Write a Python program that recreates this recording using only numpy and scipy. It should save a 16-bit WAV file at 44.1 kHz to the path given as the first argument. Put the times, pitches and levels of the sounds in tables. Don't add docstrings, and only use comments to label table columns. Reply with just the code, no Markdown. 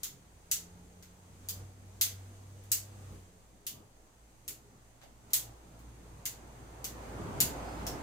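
import sys
import numpy as np
from scipy import signal
from scipy.fft import rfft, irfft, next_fast_len
from scipy.io import wavfile
from scipy.ndimage import uniform_filter1d, map_coordinates

SR = 44100
rng = np.random.default_rng(int(sys.argv[2]) if len(sys.argv) > 2 else 0)


def digitize_waveform(pressure):
    field = np.atleast_2d(pressure).T
    bounded = np.clip(field, -1, 1)
    quanta = np.round(bounded * 32767).astype(np.int16)
    wavfile.write(sys.argv[1], SR, quanta)


def magnitude_from_level(level_db):
    exponent = np.asarray(level_db, float) / 20
    return 10 ** exponent


N = 353990

# time in seconds, firing rate in Hz, level in dB before the multiples and resonances.
PASSING_ENGINE = [(0.0, 79.3, -68.5), (0.3, 84, -73.5), (0.6, 87.04, -67.5), (0.9, 88.68, -70.5),
                  (1.25, 91.1, -70.5), (1.6, 95.5, -62.5), (1.76, 96, -71.5), (2.12, 96.6, -63.5),
                  (2.47, 97, -67.5), (2.88, 100, -65), (3.15, 93.6, -63), (3.32, 90.3, -73),
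                  (3.45, 84, -76), (3.7, 82.2, -103)]
# multiple of the firing rate, gain in dB, phase roughness in radians.
FIRING_MULTIPLES = [(1, -0.5, 0.093), (2, -7, 0.16), (5, -12.5, 0.5)]
# centre in Hz, width in Hz, peak gain in dB.
PIPE_RESONANCES = [(97, 15.3, 14.5), (177.4, 12.2, 16.5), (442.7, 26, 9.5)]
# time in seconds, low note in Hz, level in dB relative to its closest.
NEARING_VEHICLE = [(3.9, 55.5, -43), (4.4, 57.6, -28), (5.15, 57, -29.5), (5.38, 56.2, -15),
                   (5.55, 56.5, -18.5), (5.95, 56.7, -17), (6.8, 56.2, -11), (7.06, 54.5, -4.5),
                   (7.29, 54.5, -3.5), (7.42, 54.6, 0.0), (7.58, 54.8, -0.5), (8.03, 55, -1)]

# still level in dB, gain in dB over the engine,
# level in dB with the nearing vehicle at its closest, dB gained per dB of nearing.
RUMBLE_DRIVE = (-67, 5.5, -43.5, 1)
ROAR_DRIVE = (-69, 1, -43.5, 1.07)
TREBLE_DRIVE = (-67.5, 2, -56.5, 0.6)
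DRONE_DRIVE = (-71, -0.5, -49.5, 0.7)

# frequency in Hz, relative level in dB per Hz.
RUMBLE_COLOUR = [(14, -30), (27, -4), (40, -24), (60, -5.5), (120, -6), (250, -3.5), (400, -12.5),
                 (520, -8.5), (880, -120)]
ROAR_COLOUR = [(150, -37), (250, -4), (398, -4), (447, -5), (702, -3.5), (875, -4), (1180, -8.5),
               (1380, -10.5), (4000, -27.5), (5200, -29), (8800, -120)]
HISS_COLOUR = [(710, -5), (1200, -12), (2030, -9.5), (2760, -11.5), (3360, -12), (3970, -12.5), (4730, -12),
               (5450, -13.5), (6500, -5.5), (6940, -10.5), (7570, -8), (12700, -18.5), (14900, -17),
               (16000, -28), (16500, -63)]
THUD_COLOUR = [(36, -38), (55, -5.5), (180, 0), (450, -8), (1200, -12), (2500, -45)]
THROB_COLOUR = [(8, -120), (16, -2), (27, -12), (36, -36), (60, -120)]

# frequency in Hz, left-right correlation from -1 to 1.
STEREO_LIKENESS = [(25, 0.65), (60, 0.9), (150, 0.92), (380, 0.79), (600, 0.44), (950, -0.12),
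                   (2400, -0.028), (15000, -0.02)]
# centre in Hz, width in Hz, peak gain in dB.
STANDING_WAVES = [(53.7, 13, 9.5), (70, 22, 6), (96.6, 6.2, 14), (131.8, 11.8, 13), (171, 6, 10),
                  (206, 25, 4), (248, 17, 2), (326, 25, 6.5), (409, 9, 12.5)]

# time in seconds, just before the crack,
# crack level in dB before the direct and room gains, brightness in dB per octave, ring in Hz, ring gain in dB.
CUTS = [(0.0326, -17.5, -0.9, 5270, 3.5), (0.5136, -9, 0, 6070, 8), (1.0253, -37.5, -5, 5000, 2),
        (1.4866, -17.5, 0.5, 4900, 5), (2.0117, -6, 0.2, 4750, 4), (2.6367, -46, -2, 2977, 3),
        (2.717, -7, 1, 5150, 3), (3.6665, -18, 0, 4380, 1.5), (4.479, -20, -0.5, 2250, 4.5),
        (5.015, -42, -12, 1000, 5), (5.033, -41, -7.5, 640, 26), (5.3044, -42, -5, 4340, 3),
        (5.3333, -5.5, 0.5, 5790, 0.5), (5.792, -48, -2, 2620, 3), (6.2547, -16, -1, 4570, 0),
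        (6.8429, -19, -1.5, 5840, 4), (7.4031, -4.5, 0.2, 4650, 2.5), (7.8663, -20, -1, 5450, 12)]
# frequency in Hz, relative level in dB per Hz.
CUT_COLOUR = [(530, -34.5), (900, -27), (1400, -18), (2400, -14.5), (3200, -13), (4400, -6), (5400, -6),
              (7000, -2.5), (8200, -5), (8750, -5.5), (10800, -3), (12300, 0), (14500, -2), (15450, -2),
              (15750, -13), (16700, -45)]
# mean delay in ms, left and right gain in dB before the stereo lean.
NEAR_ECHOES = [(2.1, -12, -5), (3.1, -4, -9), (7.6, -8, -7), (9, -8, -9)]
# frequency in Hz, time to fall 60 dB in seconds.
ROOM_DECAY = [(800, 0.39), (2500, 0.29), (7000, 0.25), (15000, 0.2)]
# frequency in Hz, left minus right in dB.
STEREO_LEAN = [(60, -6), (180, 5), (550, -2), (1650, -3), (4970, -1), (15000, 1)]
# centre in Hz, width in Hz, mean peak gain in dB.
BLADE_RESONANCES = [(2070, 250, 4), (2830, 400, 3.5), (3350, 810, 4.5), (4760, 110, 1), (6320, 240, 4),
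                    (6950, 500, 5), (8000, 470, 5), (11100, 630, 0), (14600, 790, 4.5)]

# peak time in seconds, peak level in dB, half-length in seconds.
SOFT_THUDS = [(3.128, -55, 0.053), (3.785, -54, 0.081), (4.513, -59.5, 0.059), (4.747, -64, 0.033),
              (7.303, -43.5, 0.15), (7.878, -47, 0.13)]
# time in seconds, mean pitch in Hz, mean level of the upper strand in dB.
SQUEAK_PATH = [(7.62, 4850, -80), (7.655, 4930, -66), (7.72, 5000, -69), (7.79, 5120, -70),
               (7.83, 5200, -80)]

FLUTTER_DB = 4
UPPER_HZ, UPPER_DB, UPPER_GROWS, UPPER_ENDS_S = 114, -54, 0.56, 7.32
THROB_DB = -69
DIRECT_LEFT_DB, DIRECT_RIGHT_DB, ROOM_DB = 6.5, 4, 12.5
RIGHT_LAG_MS = .17
CRACK_DELAY_MS = .75


def unit(x):
    return x / np.sqrt(np.mean(x ** 2) + 1e-20)


def along(points, hz):
    f, v = np.transpose(points)
    return np.interp(np.log(hz + 1), np.log(f + 1), v)


def curves(rows):
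    s, *cols = np.transpose(rows)
    return [np.interp(np.arange(N) / SR, s, c) for c in cols]


def during(rows, fade):
    t = np.arange(N) / SR
    return np.clip(np.minimum(t - rows[0][0], rows[-1][0] - t) / fade, 0, 1)


def wobble(rate):
    knots = rng.standard_normal(int(N * rate / SR) + 4)
    return map_coordinates(knots, [np.arange(N) * rate / SR])


def lift(hz, peaks):
    return sum(db / (1 + (2 * (hz - centre_hz) / width_hz) ** 2) for centre_hz, width_hz, db in peaks)


def boomy(spectrum):
    hz = np.geomspace(spectrum[0][0], spectrum[-1][0], num=400)
    return np.c_[hz, along(spectrum, hz) + lift(hz, STANDING_WAVES)]


def causal(db):
    cepstrum = irfft(np.log(np.maximum(magnitude_from_level(db), 1e-6)))
    cepstrum[1:len(cepstrum) // 2] *= 2
    cepstrum[len(cepstrum) // 2 + 1:] = 0
    return np.exp(rfft(cepstrum))


def driven(still_db, over_engine_db, closest_db, grows):
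    engine_db = curves(PASSING_ENGINE)[1] + over_engine_db
    nearing_db = closest_db + grows * curves(NEARING_VEHICLE)[1]
    return 10 * np.log10(sum(magnitude_from_level(db) ** 2 for db in [still_db, engine_db, nearing_db]))


def note(hz, db, rough):
    phase = 2 * np.pi * np.cumsum(hz) / SR + rough * wobble(8.8)
    return np.sqrt(2) * magnitude_from_level(db + 0.9 * wobble(6.8)) * np.sin(phase)


def rush(spectrum, patchy_db):
    _, _, z = signal.stft(rng.standard_normal((2, N)), SR, nperseg=2048)
    field = uniform_filter1d(rng.standard_normal(z.shape[1:]), size=12, axis=0)
    patches = unit(uniform_filter1d(field, size=4, axis=1))
    noise = signal.istft(z * magnitude_from_level(patchy_db * patches), SR, nperseg=2048)[1]
    size = next_fast_len(N + SR)
    hz = np.fft.rfftfreq(size, 1 / SR)
    coloured = rfft(noise, size) * magnitude_from_level(along(spectrum, hz))
    turn = np.arccos(np.clip(along(STEREO_LIKENESS, hz), -1, 1)) / 2
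    mid, side = irfft(coloured * [np.cos(turn), np.sin(turn)], size)[:, :N]
    return unit(np.array([mid + side, mid - side]))


def engines():
    hz, db = curves(PASSING_ENGINE)
    passing = 0
    for k, k_db, rough in FIRING_MULTIPLES:
        passing = passing + note(k * hz, db + k_db + lift(k * hz, PIPE_RESONANCES), rough)
    hz, db = curves(NEARING_VEHICLE)
    drone = note(hz, driven(*DRONE_DRIVE) + FLUTTER_DB * wobble(8), rough=.4)
    upper_db = UPPER_DB + UPPER_GROWS * db + FLUTTER_DB * wobble(12)
    upper = note(UPPER_HZ + 0 * hz, upper_db, rough=.8)
    return passing + drone + during([[0], [UPPER_ENDS_S]], fade=.1) * upper


def road():
    swell = wobble(3.69)
    rumble = magnitude_from_level(driven(*RUMBLE_DRIVE) + 1.5 * swell) * rush(boomy(RUMBLE_COLOUR), patchy_db=3.0)
    roar = magnitude_from_level(driven(*ROAR_DRIVE) + 0.6 * swell) * rush(ROAR_COLOUR, patchy_db=1.5)
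    throb = magnitude_from_level(THROB_DB) * rush(THROB_COLOUR, patchy_db=0.5)
    treble = magnitude_from_level(driven(*TREBLE_DRIVE)) * rush(HISS_COLOUR, patchy_db=0.66)
    lean_right = magnitude_from_level([[-.8], [.8]])
    return lean_right * (rumble + roar + throb) + treble


def burst(ms, length_ms):
    grains = rng.standard_normal(ms.shape) * magnitude_from_level(1 * rng.standard_normal(ms.shape))
    grains = (ms >= 0) * np.exp(-np.abs(ms) / length_ms) * grains
    return grains / np.linalg.norm(grains, axis=-1, keepdims=True)


def room(size):
    hz, t, z = signal.stft(rng.standard_normal((2, size)), SR, nperseg=128)
    decay = magnitude_from_level(-60 * t / along(ROOM_DECAY, hz)[:, None])
    tail = signal.istft(z * decay, SR, nperseg=128)[1][:, :size]
    t = np.arange(size) / SR
    grain = np.repeat(rng.standard_normal((2, size // 16)), 16, axis=1)
    build_up = 1 - np.exp(-t / 0.0026)
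    tail = tail * build_up * magnitude_from_level(4.3 * np.exp(-t / 0.019) * grain)
    return tail / np.linalg.norm(tail[0])


def shears(size=2 ** 15, lead=512):
    out, hz = np.zeros((2, N + size)), np.fft.rfftfreq(size, 1 / SR)
    ms = (np.arange(3 * lead) - lead) * 1000 / SR
    lag = np.exp(-2j * np.pi * hz * RIGHT_LAG_MS / 1000)
    direct = np.array([magnitude_from_level(DIRECT_LEFT_DB) + 0 * lag, magnitude_from_level(DIRECT_RIGHT_DB) * lag])
    for s, db, bright_db, ring_hz, ring_db in CUTS:
        crack = rfft(burst(ms, length_ms=.3) + (ms == 0), size)
        crack /= np.sqrt(uniform_filter1d(np.abs(crack) ** 2, size=size // 40))
        scrape = (ms < 0) * magnitude_from_level(-33) * np.exp(-np.abs(ms) / 1.2) * rng.standard_normal(ms.shape)
        heard = (crack + rfft(scrape, size)) * direct
        for delay_ms, *both_db in NEAR_ECHOES:
            since = ms - delay_ms * (1 + 0.05 * rng.standard_normal((2, 1)))
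            heard += magnitude_from_level(np.c_[both_db]) * rfft(burst(since, length_ms=0.46), size)
        tail = np.pad(room(size // 2), ((0, 0), (lead, 0)))
        heard += magnitude_from_level(ROOM_DB) * rfft(tail, size)
        struck = [(f, w, g + rng.normal(0, 2.5)) for f, w, g in BLADE_RESONANCES]
        rings_db = lift(hz, struck + [(ring_hz, 700, ring_db)])
        tilt_db = bright_db * np.log2((hz + 500) / 7000)
        colour = causal(along(CUT_COLOUR, hz) + tilt_db + rings_db)
        heard *= magnitude_from_level(along(STEREO_LEAN, hz) * [[.5], [-.5]])
        cut = irfft(heard * colour / np.sqrt(np.mean(np.abs(colour) ** 2)))
        start = round((s + CRACK_DELAY_MS / 1000) * SR) - lead
        out[:, start:][:, :size] += magnitude_from_level(db) * cut
    return out[:, :N]


def thuds():
    t = np.arange(N) / SR
    swells = sum(magnitude_from_level(db) * np.exp(-((t - s) / half) ** 2) for s, db, half in SOFT_THUDS)
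    return swells * rush(boomy(THUD_COLOUR), patchy_db=0.5)


def squeak():
    hz, db = curves(SQUEAK_PATH)
    upper = note(hz + 45 * wobble(250), db + 1.5 * wobble(80), rough=.3)
    lower = note(.88 * hz + 70 * wobble(250), db - 4 + 3 * wobble(80), rough=.3)
    return during(SQUEAK_PATH, fade=0.0084) * (upper + lower)


def scene():
    return engines() + road() + shears() + thuds() + squeak()


def roll_off(x):
    return signal.sosfilt(signal.butter(12, 16820, fs=SR, output="sos"), x)


def record(dry):
    return roll_off(dry)


dry = scene()
out = record(dry)
digitize_waveform(out)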